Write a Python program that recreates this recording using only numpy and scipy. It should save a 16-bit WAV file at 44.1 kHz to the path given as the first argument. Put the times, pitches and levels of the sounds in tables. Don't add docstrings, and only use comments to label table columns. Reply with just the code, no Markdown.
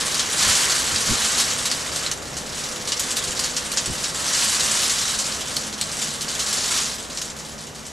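import sys
import numpy as np
from scipy import signal
from scipy.fft import rfft, irfft
from scipy.io import wavfile
from scipy.ndimage import uniform_filter1d

SR = 44100
rng = np.random.default_rng(int(sys.argv[2]) if len(sys.argv) > 2 else 0)


def persist_wave(psi):
    counts = np.round(np.clip(psi, -1, 1) * 32767).astype(np.int16)
    wavfile.write(sys.argv[1], SR, np.atleast_2d(counts).T)


N = 349272
TIME = np.arange(N) / SR
FREQ = np.maximum(np.fft.rfftfreq(N, 1 / SR), 1)
IMPACT_TIME = TIME[:4096]
STEADY_DB = -24


def gain(db):
    return 10 ** (np.asarray(db) / 20)

def unit(x):
    return x / np.sqrt(np.mean(x ** 2))

def curve(points):
    hz, value = np.transpose(points)
    return np.interp(np.log(FREQ), np.log(hz), value)

def colour(x, points):
    cepstrum = irfft(curve(points) * np.log(10) / 20, N)
    cepstrum[1:N // 2] *= 2
    cepstrum[N // 2 + 1:] = 0
    return irfft(rfft(x) * np.exp(rfft(cepstrum)), N)

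def wander(per_s):
    knots = rng.standard_normal(int(N / SR * per_s) + 2)
    return np.interp(TIME * per_s, np.arange(len(knots)), knots)

def resonance(hz, pitch_hz, width_hz):
    return 1 / (1 + 2j * (hz - pitch_hz) / width_hz)

def ticks(spread_db, count):
    when, mass, sign = rng.random((count, 3)).T
    size = gain(-spread_db * np.log(1 - .98 * mass))
    return np.bincount((when * N).astype(int), np.sign(sign - .5) * size, N)

# pitch_hz, lead_radians
LEFT_LEAD = [(100, 0), (430, -.45), (950, -.65), (2600, -.1), (4500, 0)]
def stereo(mid, side, width):
    mid, side = rfft(mid), rfft(side) * gain(curve(width))
    turn = np.exp(.5j * curve(LEFT_LEAD))
    return irfft(np.array([mid * turn + side, mid / turn - side]), N)

# pitch_hz, level_db
FAR_COLOUR = [(25, -9), (60, -3), (110, -3), (230, -3), (310, -4.5), (560, -2.5), (800, -6.5),
              (1500, -12.5), (3000, -18.5), (7000, -13), (12000, -28.5)]
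# pitch_hz, width_hz, level_db
HOLLOW_TONES = [(58, 8, -56), (74, 17, -54), (150.9, 15.5, -48.5), (215.2, 11, -48.5), (249, 31, -49.5)]
def far_shower():
    wash = unit(colour(rng.standard_normal(N), FAR_COLOUR)) * gain(-37 + .63 * wander(per_s=5))
    fade_db = np.interp(TIME, [0, 3.2, 6.8, 7.9], [2, 1.5, .5, -4])
    tones = 0
    for pitch_hz, width_hz, level_db in HOLLOW_TONES:
        band = rfft(rng.standard_normal(N)) * resonance(FREQ, pitch_hz, width_hz) ** 2
        tones += gain(level_db) * unit(irfft(band, N))
    return wash * gain(fade_db) + tones

# time_s, level_db
HUM_LEVELS = [(0, -54), (.9, -45.5), (1.7, -52), (2.2, -69), (2.72, -46.5), (3.5, -44.5), (4, -53),
              (5.2, -64)]
def hum(pitch_hz=500.9):
    phase = 2 * np.pi * np.cumsum(pitch_hz + 4 * wander(per_s=20)) / SR
    level_db = np.interp(TIME, *np.transpose(HUM_LEVELS)) + 2 * wander(per_s=10)
    return np.sqrt(2) * np.sin(phase) * gain(level_db)

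# start_s, relative_peak_db, length_s
WIND_PUFFS = [(0.44, -27, 0.078), (0.927, -24.5, 0.032), (1.088, -17, 0.057), (3.275, -27, 0.035),
              (3.875, -22.5, 0.059)]
# pitch_hz, level_db
WIND_COLOUR = [(20, -7.5), (45, -11), (75, -3), (130, -7.5), (200, -9), (350, -16), (700, -34), (2000, -61)]
def wind():
    swell = 0
    for start_s, peak_db, length_s in WIND_PUFFS:
        swell += gain(peak_db) * np.exp(-(2 * (TIME - start_s) / length_s - 1) ** 2)
    mid, side = (unit(colour(rng.standard_normal(N), WIND_COLOUR)) for _ in range(2))
    return gain(-5) * swell * (mid + gain(-9) * np.array([side, -side]))

# time_s, strength_db
SURGES = [(0, -25.5), (.27, -28), (.48, -18), (.95, -24.5), (1.17, -21.5), (1.84, -30), (2.11, -29),
          (2.17, -39), (2.44, -38), (2.62, -30.5), (2.81, -35.5), (3.1, -29), (3.35, -31), (4.12, -30.5),
          (4.36, -21.5), (4.92, -23), (5.76, -34.5), (6.0, -28), (6.17, -32.5), (6.77, -22.5), (7.05, -36),
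          (7.92, -42)]
def shower_strength(flurry_db=.7):
    return np.interp(TIME, *np.transpose(SURGES)) + flurry_db * wander(per_s=14)

# pitch_hz, level_db
YARD_COLOUR = [(200, -16.5), (480, -6), (780, -6.5), (1100, -1), (1700, 0), (2400, -4.5), (3600, -6.5),
               (6000, -27), (12000, -42)]
def yard_rattle(shower_db, follow=.72, fade_db_per_s=.58):
    level_db = -30.32 + follow * (shower_db - STEADY_DB) - fade_db_per_s * TIME
    rattle = unit(colour(ticks(spread_db=1, count=30000), YARD_COLOUR))
    return rattle * gain(level_db + .5 * wander(per_s=25))

# pitch_hz, width_hz, lift_db
GAP_RINGS = [(1120, 54, 2), (3003, 62, 3.5), (3470, 23, 2.5), (3850, 26, 5), (4180, 64, 3),
             (4540, 110, 2.5), (5900, 65, 1), (6200, 34, 1.5), (6830, 90, 1), (7020, 82, 3.5),
             (7450, 60, 3), (7800, 70, 4), (8000, 58, 1)]
def narrow_gap(x):
    response = 1
    for pitch_hz, width_hz, lift_db in GAP_RINGS:
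        response *= 1 + (gain(lift_db) - 1) * resonance(FREQ, pitch_hz, width_hz)
    return gain(-.08) * irfft(rfft(x) * response, N)

def wall_echoes(x, decay_s=.015):
    echoes = rfft(rng.standard_normal(len(IMPACT_TIME)) * np.exp(-IMPACT_TIME / decay_s), N)
    return irfft(rfft(x) * echoes / np.abs(echoes), N)

def impact(crack_db, crack_s, spray_s, echo_db, echo_s, rise_s):
    crack = gain(crack_db) ** 2 * np.exp(-IMPACT_TIME / crack_s)
    spray = np.exp(-(IMPACT_TIME / spray_s) ** 2)
    echo = gain(echo_db) ** 2 * np.exp(-IMPACT_TIME / echo_s)
    return crack + (spray + echo) * (1 - np.exp(-IMPACT_TIME / rise_s))

# pitch_hz, level_db
ICE_COLOUR = [(300, -26.5), (1000, -10), (2300, -8), (3300, -3.5), (4200, -2), (5500, 0), (7400, -1.5),
              (9000, -4.5), (11000, -12), (13000, -20), (15000, -73)]
def icy(x):
    return colour(x, ICE_COLOUR)

def patter(shower_db, steady_stones_per_s=220, tint_db=8, count=4000):
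    when, luck, mass, pitch = rng.random((count, 4)).T
    landing = (when * N).astype(int)
    stones_per_s = steady_stones_per_s * gain(.8 * (shower_db[landing] - STEADY_DB))
    falls = luck < stones_per_s * N / SR / count
    size = falls * gain(-2 * np.log(1 - .92 * mass))
    hit = impact(crack_db=7, crack_s=.0008, spray_s=.01, echo_db=-2, echo_s=.021, rise_s=.0041)
    octaves = np.log2(np.geomspace(2400, 12000, 10))
    noise = rfft(rng.standard_normal(N))
    sprays, total_power = 0, 0
    for octave in octaves:
        tint = gain(tint_db * np.exp(-((octave - np.log2(2400 * 5 ** pitch)) / .17) ** 2))
        power = np.abs(signal.oaconvolve(np.bincount(landing, (size * tint) ** 2, N), hit)[:N])
        band = irfft(noise * np.interp(np.log2(FREQ), octaves, octaves == octave), N)
        sprays += band * np.sqrt(power)
        total_power += power
    slow_power = uniform_filter1d(uniform_filter1d(total_power, SR // 16), SR // 16)
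    sprays = unit(sprays / np.sqrt(np.abs(slow_power) + .011 * np.mean(total_power)))
    bounces = gain(-12) * unit(ticks(spread_db=5, count=3000))
    return unit(icy(sprays + bounces)) * gain(shower_db + .5)

# start_s, relative_level_db, pitch_hz, hardness (0 to 1), treble_tilt_db
LARGE_STONES = [(.111, -20, 8740, .3, -4), (.144, -10.5, 4670, 0.4, 2), (.194, -6, 3500, .3, -4),
                (0.553, -10, 5450, .1, 3), (0.96, -11, 4700, 0.93, -1), (1.38, -7.5, 4540, .2, 4),
                (1.399, -4, 3880, .2, 2), (1.655, -8.5, 3940, 0.6, 4), (1.714, -9, 4600, 0.8, -2),
                (1.96, -11, 8460, 0.5, 2), (2.063, -13.5, 4100, .7, -5), (2.114, -14, 6220, 0.96, 0),
                (2.368, -14.5, 6200, 0, 1), (2.588, -16, 7800, 0, -1), (2.874, -10, 3940, 0, -1),
                (2.92, -9, 2960, 0.7, -7), (2.995, -9.5, 6740, 0.7, 5.5), (3.106, -12.5, 7450, 0, 2),
                (3.168, -8.5, 3840, 0.5, 4), (3.239, -13, 8550, 0.6, 2), (3.307, -19.5, 8890, 0.6, 1),
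                (3.393, -10, 4760, 0.54, 3.5), (3.438, -8.5, 7100, 0.2, -1), (3.565, -8, 5580, 0, -4),
                (3.717, -12, 4290, 0.5, 5), (3.772, -4, 6900, 0.2, -10), (3.778, -18, 3730, .4, -12),
                (3.858, -12, 8100, 0.74, 1), (4.038, -8.5, 5100, 0, -6), (4.146, -19, 7500, 1, 2),
                (4.333, -6.5, 7080, 0, -18), (4.833, -12, 5200, .2, 7), (4.896, -6.5, 6220, 0.1, -1),
                (5.187, -9, 6120, .1, -1), (5.566, -13.5, 4270, 0.97, 6), (5.812, -11, 4150, 0.9, 3),
                (6.017, -9.5, 3530, 0.2, -2), (6.215, -14.5, 2910, 0.1, 5), (6.285, -16, 6200, 0.7, -4),
                (6.393, -8, 6200, 0, 0), (6.527, -8, 7470, 0.3, 2), (7.173, -14, 5530, 0.5, -3),
                (7.216, -13.5, 6600, 0.83, 1), (7.3, -21.5, 7390, 0.6, -9), (7.579, -24.5, 8140, .2, -7),
                (7.865, -23.5, 8000, 0.8, 2)]
def large_stones(ring_width_hz=380, overtone=1.9):
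    length = len(IMPACT_TIME)
    out, hz = np.zeros(N + length), np.fft.rfftfreq(length, 1 / SR)
    for start_s, level_db, pitch_hz, hardness, treble_tilt_db in LARGE_STONES:
        ring_db = np.interp(hardness, [0, 1], [-7, 8.5])
        crack_db = np.interp(hardness, [0, 1], [-2, 8])
        spray_s = np.interp(hardness, [0, 1], [.022, .015])
        power = impact(crack_db, crack_s=.0015, spray_s=spray_s, echo_db=-11, echo_s=.019, rise_s=.00039)
        noise, mass = rng.standard_normal((2, length))
        chips = noise * gain(2.6 * mass) * np.sqrt(power)
        low = resonance(hz, pitch_hz, ring_width_hz)
        high = resonance(hz, overtone * pitch_hz, ring_width_hz)
        ring = 1 + gain(ring_db) * (low + gain(-9) * high)
        contact = gain(treble_tilt_db * np.clip((hz - 7000) / 4000, 0, 1.5))
        first = int(start_s * SR)
        out[first:first + length] += gain(level_db) * irfft(rfft(chips) * ring * contact)
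    return gain(-8.5) * icy(out[:N])

# pitch_hz, side_gain_db
CLOSE_SPREAD = [(1000, -7), (2400, -9), (3600, -13), (4500, -26), (7500, -27), (12000, -21)]
# pitch_hz, side_gain_db
FAR_SPREAD = [(60, -15), (200, -10), (400, -8), (1300, -5.5), (2400, -6), (3600, -9), (4600, -24),
              (12000, -24)]
def scene():
    shower_db = shower_strength()
    hail = narrow_gap(large_stones() + patter(shower_db))
    near = stereo(hail, wall_echoes(hail), CLOSE_SPREAD)
    yard = stereo(narrow_gap(yard_rattle(shower_db)), yard_rattle(shower_db), FAR_SPREAD)
    far = stereo(far_shower(), far_shower(), FAR_SPREAD)
    return near + yard * gain([[-.83], [.83]]) + far + hum() + wind()

def record(dry):
    ceiling, top_hz = .9, 13600
    rounded = ceiling * np.tanh(dry / ceiling)
    return signal.sosfilt(signal.ellip(8, .2, 70, top_hz, fs=SR, output="sos"), rounded)


dry = scene()
out = record(dry)
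persist_wave(out)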